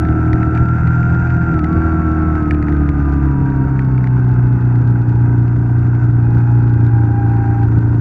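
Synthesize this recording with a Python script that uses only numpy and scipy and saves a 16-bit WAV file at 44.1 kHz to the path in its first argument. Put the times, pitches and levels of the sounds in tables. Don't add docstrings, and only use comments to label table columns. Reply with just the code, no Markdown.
import sys
import numpy as np
from scipy import signal
from scipy.fft import rfft, irfft, next_fast_len
from scipy.io import wavfile

SR = 44100
rng = np.random.default_rng(int(sys.argv[2]) if len(sys.argv) > 2 else 0)


def generate_wav(sig):
    pcm = np.round(np.clip(np.atleast_2d(sig).T, -1, 1) * 32767).astype(np.int16)
    wavfile.write(sys.argv[1], SR, pcm)


N = 353152

# frequency_hz, gain_db
CASE_RING = [(400, -19), (600, -12), (710, 1.5), (830, -1.5), (950, -2), (1080, -11.5), (1230, -5.5),
             (1410, 0.5), (1580, 1.5), (1700, -15.5), (2100, -33.5), (3000, -58.5)]
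# frequency_hz, gain_db
GEARBOX_RESPONSE = [(798, -0.5), (816, -12.5), (850, -10.5), (915, -8), (945, -3), (975, -6), (1025, -18.5),
                    (1125, -8)]
# frequency_hz, width_hz, gain_db
HOUSING_MODES = [(2610, 680, 0.5), (3780, 440, -0.5), (4500, 530, -2), (6030, 620, -8), (6700, 610, -8),
                 (10600, 1700, -14.5)]


def from_db(db):
    return 10 ** (np.asarray(db) / 20)


def rms_one(x):
    return x / np.sqrt(np.mean(x ** 2) + 1e-20)


def in_time(rows):
    time_s, *columns = np.transpose(rows)
    return [np.interp(np.arange(N) / SR, time_s, column) for column in columns]


def gain_at(spectrum, hz):
    points_hz, points_db = np.transpose(spectrum)
    return from_db(np.interp(np.log(hz + 1e-9), np.log(points_hz), points_db))


def colour(x, spectrum):
    size = next_fast_len(N)
    hz = np.fft.rfftfreq(size, 1 / SR)
    gain = gain_at(spectrum, hz) * (hz < spectrum[-1][0])
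    return rms_one(irfft(rfft(x, size) * gain, size)[:N])


def drift(rate, hop=40, settle=2000):
    pole = np.exp(-2 * np.pi * hop * rate / SR)
    noise = rng.standard_normal(N // hop + settle + 2)
    slow = signal.lfilter([1], [1, -2 * pole, pole * pole], noise)[settle:]
    return np.interp(np.arange(N) / hop, np.arange(len(slow)), rms_one(slow))


def resonate(x, hz, width_hz):
    r = np.exp(-np.pi * width_hz / SR)
    feedback = [1, -2 * r * np.cos(2 * np.pi * hz / SR), r * r]
    return signal.lfilter(np.array([1, 0, -1]) * (1 - r * r) / 2, feedback, x + 1e-18)


def with_revs(cycle_hz, cruise_db, doubling_db, cruise_hz=30):
    return from_db(cruise_db + doubling_db * np.log2(cycle_hz / cruise_hz))


def wind(cycle_hz, gust_db=3.5, buffet_hz=173.3):
    # frequency_hz, level_db
    spectrum = [(15, -16), (35, -9), (48, -7.5), (74, 4.5), (98, -0.5), (130, -3), (190, -6.5),
                (220, -17.5), (300, -10), (400, -19), (520, -24), (640, -35.5), (1000, -70)]
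    rumble = with_revs(cycle_hz, cruise_db=-26.5, doubling_db=9) * from_db(gust_db * drift(14))
    rumble *= colour(rng.standard_normal(N), spectrum)
    buffet = resonate(rng.standard_normal(N), buffet_hz, width_hz=30)
    buffet = rms_one(resonate(buffet, buffet_hz, width_hz=30))
    return rumble + with_revs(cycle_hz, cruise_db=-35, doubling_db=27) * buffet


def housing(clicks, modes, chatter, chatter_s, soft_hz=7000):
    fading = signal.lfilter([1], [1, -np.exp(-1 / (chatter_s * SR))], clicks + 1e-18)
    contact = clicks + chatter * fading * rng.standard_normal(N)
    contact = signal.sosfilt(signal.butter(2, soft_hz, fs=SR, output="sos"), contact)
    ring = sum((-1) ** k * from_db(db) * resonate(contact, hz, width_hz)
               for k, (hz, width_hz, db) in enumerate(modes))
    return ring * clicks.max() / np.abs(ring).max()


def housing_rattle(shake, slip_db=-11, slip_share=0.75, rebound_s=0.0027, rebound_db=-3.5):
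    swing = -shake / from_db(slip_db)
    troughs = signal.find_peaks(swing, height=1, distance=SR // 150)[0]
    depth = swing[troughs]
    luck, force, bounce = rng.random((N, 3))[troughs].T
    slips = luck < slip_share * (depth - 1)
    size = slips * from_db(-57 + 16 * force + 2 * depth)
    ticks = np.zeros(N)
    ticks[troughs] = size
    rebounds = np.minimum(troughs + int(rebound_s * SR), N - 1)
    ticks[rebounds] += size * from_db(rebound_db) * bounce ** 2
    return housing(ticks, HOUSING_MODES, chatter=0.26, chatter_s=0.00022)


def road_knocks(bright_db=3, dull_db=7.5):
    # start_s, level_db, extra_dull_db
    bumps = [(0.0513, -42.5, 11), (0.087, -43, 6), (0.3309, -34.5, 8.5), (0.4299, -39, 10),
             (0.5501, -37, 10), (0.5751, -34, 8.5), (0.6878, -41, -3), (0.8729, -39, 12),
             (1.0301, -42.5, 10), (1.3028, -40.5, 5), (1.5404, -43.5, 13), (1.5913, -36, 7),
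             (1.6426, -33.5, 8.5), (2.353, -39, -0.5), (2.5091, -30.5, 10), (2.5456, -40, 11),
             (2.6259, -39, 9.5), (2.6834, -43.5, 14), (2.725, -45, 15), (2.7671, -44, 2),
             (2.8898, -36.5, 7.5), (3.7925, -39.5, 11.5), (3.9792, -45, 12), (4.0419, -41, 6),
             (4.0716, -41, 10), (4.7561, -44.5, 8), (5.4796, -43, 0), (5.95, -44, 6), (6.8645, -40.5, -1),
             (7.6308, -41, -10)]
    # frequency_hz, width_hz, gain_db
    dull_modes = [(1740, 440, -2), (2270, 520, -5.5)]
    bright, dull = np.zeros(N), np.zeros(N)
    for start_s, level_db, extra_dull_db in bumps:
        bright[int(start_s * SR)] = from_db(level_db + bright_db)
        dull[int(start_s * SR)] = from_db(level_db + extra_dull_db + dull_db)
    bright_ring = housing(bright, HOUSING_MODES, chatter=0.47, chatter_s=0.0021, soft_hz=5500)
    return bright_ring + housing(dull, dull_modes, chatter=0.91, chatter_s=0.002)


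def cam_drone(cycles, cycle_hz, flutter=0.24):
    # multiple_of_cycle_rate, level_over_case_db
    tones = [(32, 1), (36, -0.5), (38, 0), (40, 0.5), (64, 0.5), (68, 0.5), (72, -1.5)]
    out = np.zeros(N)
    for order, db in tones:
        level = from_db(db) * gain_at(CASE_RING, order * cycle_hz) * (1 + flutter * drift(0.69))
        out += level * np.sin(2 * np.pi * (order * cycles + rng.random()))
    return np.sqrt(2) * out


def valve_train(cycles, repeat, bite, steps=1024):
    orders = np.arange(steps // 2 + 1)
    pattern = irfft(np.exp(2j * np.pi * rng.random(len(orders))) * (orders > 13) * (orders < 100))
    locked = np.interp(cycles % 1 * steps, np.arange(steps), rms_one(pattern))
    locked *= np.sqrt(1 / 8)
    angle = 2 * np.pi * cycles
    bunching = np.exp(bite * (0.57 * np.cos(angle) + np.cos(2 * angle) + np.cos(3 * angle)))
    return bunching * (np.sqrt(repeat) * locked + np.sqrt(1 - repeat) * rng.standard_normal(N))


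def engine_metal(cycles, cycle_hz, throttle, rasp_db=2.6, clatter_rasp_db=3, waver_db=1.16):
    # frequency_hz, level_db
    clatter_spectrum = [(900, -29.5), (1700, 1.5), (1900, 1.5), (2250, -6), (2480, -7), (2620, -5.5),
                        (2760, -12), (2950, -19.5), (3600, -40)]
    # frequency_hz, level_db
    hiss_spectrum = [(2000, -19), (3000, -6), (3350, -2), (3570, 2), (3950, -7), (4520, -1), (5400, -6),
                     (5950, -0.5), (6400, -10), (7100, -0.5), (7650, -18), (9650, -15), (10600, -33),
                     (15000, -57.5)]
    song = gearbox_song() * gain_at(GEARBOX_RESPONSE, GEARBOX_MESH * cycle_hz)
    rasp = (song / song.max()) ** 2
    ring = with_revs(cycle_hz, cruise_db=-36.5, doubling_db=9)
    ring *= colour(valve_train(cycles, repeat=0.2, bite=0.15), CASE_RING)
    drone = with_revs(cycle_hz, cruise_db=-47.5, doubling_db=4.4) * cam_drone(cycles, cycle_hz)
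    clatter = with_revs(cycle_hz, cruise_db=-51.5, doubling_db=17.2) * from_db(clatter_rasp_db * rasp)
    clatter *= colour(valve_train(cycles, repeat=0.089, bite=0.21), clatter_spectrum)
    hiss = with_revs(cycle_hz, cruise_db=-66.5, doubling_db=9.5)
    hiss *= colour(valve_train(cycles, repeat=0, bite=0.14), hiss_spectrum)
    load = throttle - 0.5
    metal = from_db(load) * (ring + clatter) + from_db(1.5 * load) * drone + from_db(2.5 * load) * hiss
    return from_db(rasp_db * rasp + waver_db * drift(17)) * metal


def gearbox_song(attack_s=0.04, release_s=0.031):
    # start_s, end_s, gain_db
    stretches = [(1.64, 5.35, -31), (6.21, 7.64, -27)]
    t = np.arange(N) / SR
    return sum(from_db(db) * np.interp(t, [start, start + attack_s, end, end + release_s], [0, 1, 1, 0])
               for start, end, db in stretches)


def gear_whine(cycles, cycle_hz, flutter=0.17, crank_sway=0.047, wobble_rad=0.26, waver_db=0.76):
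    # frequency_hz, gain_db
    primary_response = [(970, -20.5), (1005, -32), (1070, -19), (1130, -20), (1200, -11), (1260, -11.5),
                        (1290, -4.5), (1405, 0.5)]
    # frequency_hz, gain_db
    radiation = [(1600, -19.5), (1750, -34), (2000, -27.5), (2280, -25), (2400, -36), (2600, -30.5),
                 (2850, -48), (4300, -56.5), (4520, -39.5), (4750, -55.5), (6000, -62.5)]
    meshes = [(GEARBOX_MESH, gearbox_song(), GEARBOX_RESPONSE, 0),
              (PRIMARY_MESH, from_db(-27.5), primary_response, -9)]
    crank = 4 * np.pi * cycles
    sway = crank_sway * (np.cos(crank) + np.cos(2 * crank))
    out = np.zeros(N)
    for teeth, gain, case, overtones_db in meshes:
        mesh_hz = teeth * cycle_hz
        phase = 2 * np.pi * teeth * cycles + wobble_rad * drift(25)
        level = gain * from_db(waver_db * drift(8.2)) * (1 + flutter * drift(23) + sway)
        tone = gain_at(case, mesh_hz) * np.sin(phase)
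        overtones = sum(gain_at(radiation, k * mesh_hz) * np.sin(k * phase) for k in range(2, 6))
        out += level * (tone + from_db(overtones_db) * overtones)
    return np.sqrt(2) * out


def exhaust(cycles, cycle_hz, throttle, lift_db, second_at_cycle=0.42, second_size=0.7, flutter=0.14):
    # multiple_of_cycle_rate, throttle_shut_db, throttle_open_db
    orders = [(1, 19, 17), (2, 18, 14), (3, -9, 15), (4, 15.5, 11.5), (5, 1, 0.5), (6, 11, -1),
              (7, -8.5, -1), (8, 7.5, 3.5), (9, 3.5, -1.5), (10, -6, 3.0), (11, -3, 0), (12, 5.5, -12.5),
              (13, -0.3, 1), (14, 3, 1), (15, -9, -3.5), (16, -8, -1), (17, -2, 0.5), (18, -3, -4.5),
              (19, -14.5, -2), (20, -15.5, -0.5), (21, -3, -4)]
    # frequency_hz, gain_db
    pipe = [(30, -62), (58, -45.5), (66, -43), (70, -33.5), (82, -35), (100, -24.5), (118, -24.0),
            (150, -37.5), (175, -34), (215, -40.5), (270, -29), (315, -28.5), (380, -39.5), (520, -56.5),
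            (620, -49.5), (705, -37.5), (800, -45.5)]
    bark_db = lift_db + 0.55 * drift(16)
    out = np.zeros(N)
    for order, shut_db, open_db in orders:
        bark_share = np.clip(order / 4 - 1, 0, 1)
        level = from_db(shut_db + throttle * (open_db - shut_db) + bark_share * bark_db)
        level *= gain_at(pipe, order * cycle_hz) * (1 + flutter * drift(14))
        firings = 1 + second_size * np.exp(-2j * np.pi * order * second_at_cycle)
        lag_turns = 1.2 * np.log(order) ** 2
        out -= level * np.cos(2 * np.pi * (order * cycles - lag_turns) + np.angle(firings))
    return np.sqrt(2) * out * (1 + flutter * drift(30))


def scene():
    # time_s, cycle_hz
    revs = [(0.0, 39.12), (0.5, 39.33), (0.62, 40.03), (1.3, 41.48), (1.53, 40.59), (1.62, 37.74),
            (1.7, 39.88), (1.85, 40.36), (2.0, 39.5), (2.3, 38.99), (2.5, 37.61), (3.5, 33.66),
            (3.75, 33.06), (4.0, 31.61), (4.5, 30.52), (5.0, 29.64), (6.0, 29.86), (6.25, 29.42),
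            (6.5, 29.65), (7.0, 28.72), (7.5, 28.37), (8.0, 29.03)]
    # time_s, opening_0_to_1, lift_db
    twist_grip = [(0.0, 0.63, 2.5), (0.55, 0.74, 3), (0.75, 0.84, -5.5), (1.4, 0.85, -2.5), (1.6, 0.3, 1.7),
                  (2.0, 0.28, 2.5), (2.6, 0.13, 1.5), (3.4, 0.0, -1), (4.2, 0.0, -4), (5.1, 0.5, 0.2),
                  (6.0, 0.72, -2.5), (6.5, 0.49, -0.9), (7.1, 0.8, 0.74)]
    cycle_hz, = in_time(revs)
    throttle, lift_db = in_time(twist_grip)
    cycles = np.cumsum(cycle_hz) / SR
    shake = exhaust(cycles, cycle_hz, throttle, lift_db) + wind(cycle_hz)
    machinery = gear_whine(cycles, cycle_hz) + engine_metal(cycles, cycle_hz, throttle)
    return (shake + machinery + road_knocks() + housing_rattle(shake))[None]


def record(dry, cutoff_hz=15700):
    return signal.sosfilt(signal.cheby2(12, 70, cutoff_hz, fs=SR, output="sos"), dry)


GEARBOX_MESH, PRIMARY_MESH = 28.15, 34

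dry = scene()
out = record(dry)
generate_wav(out)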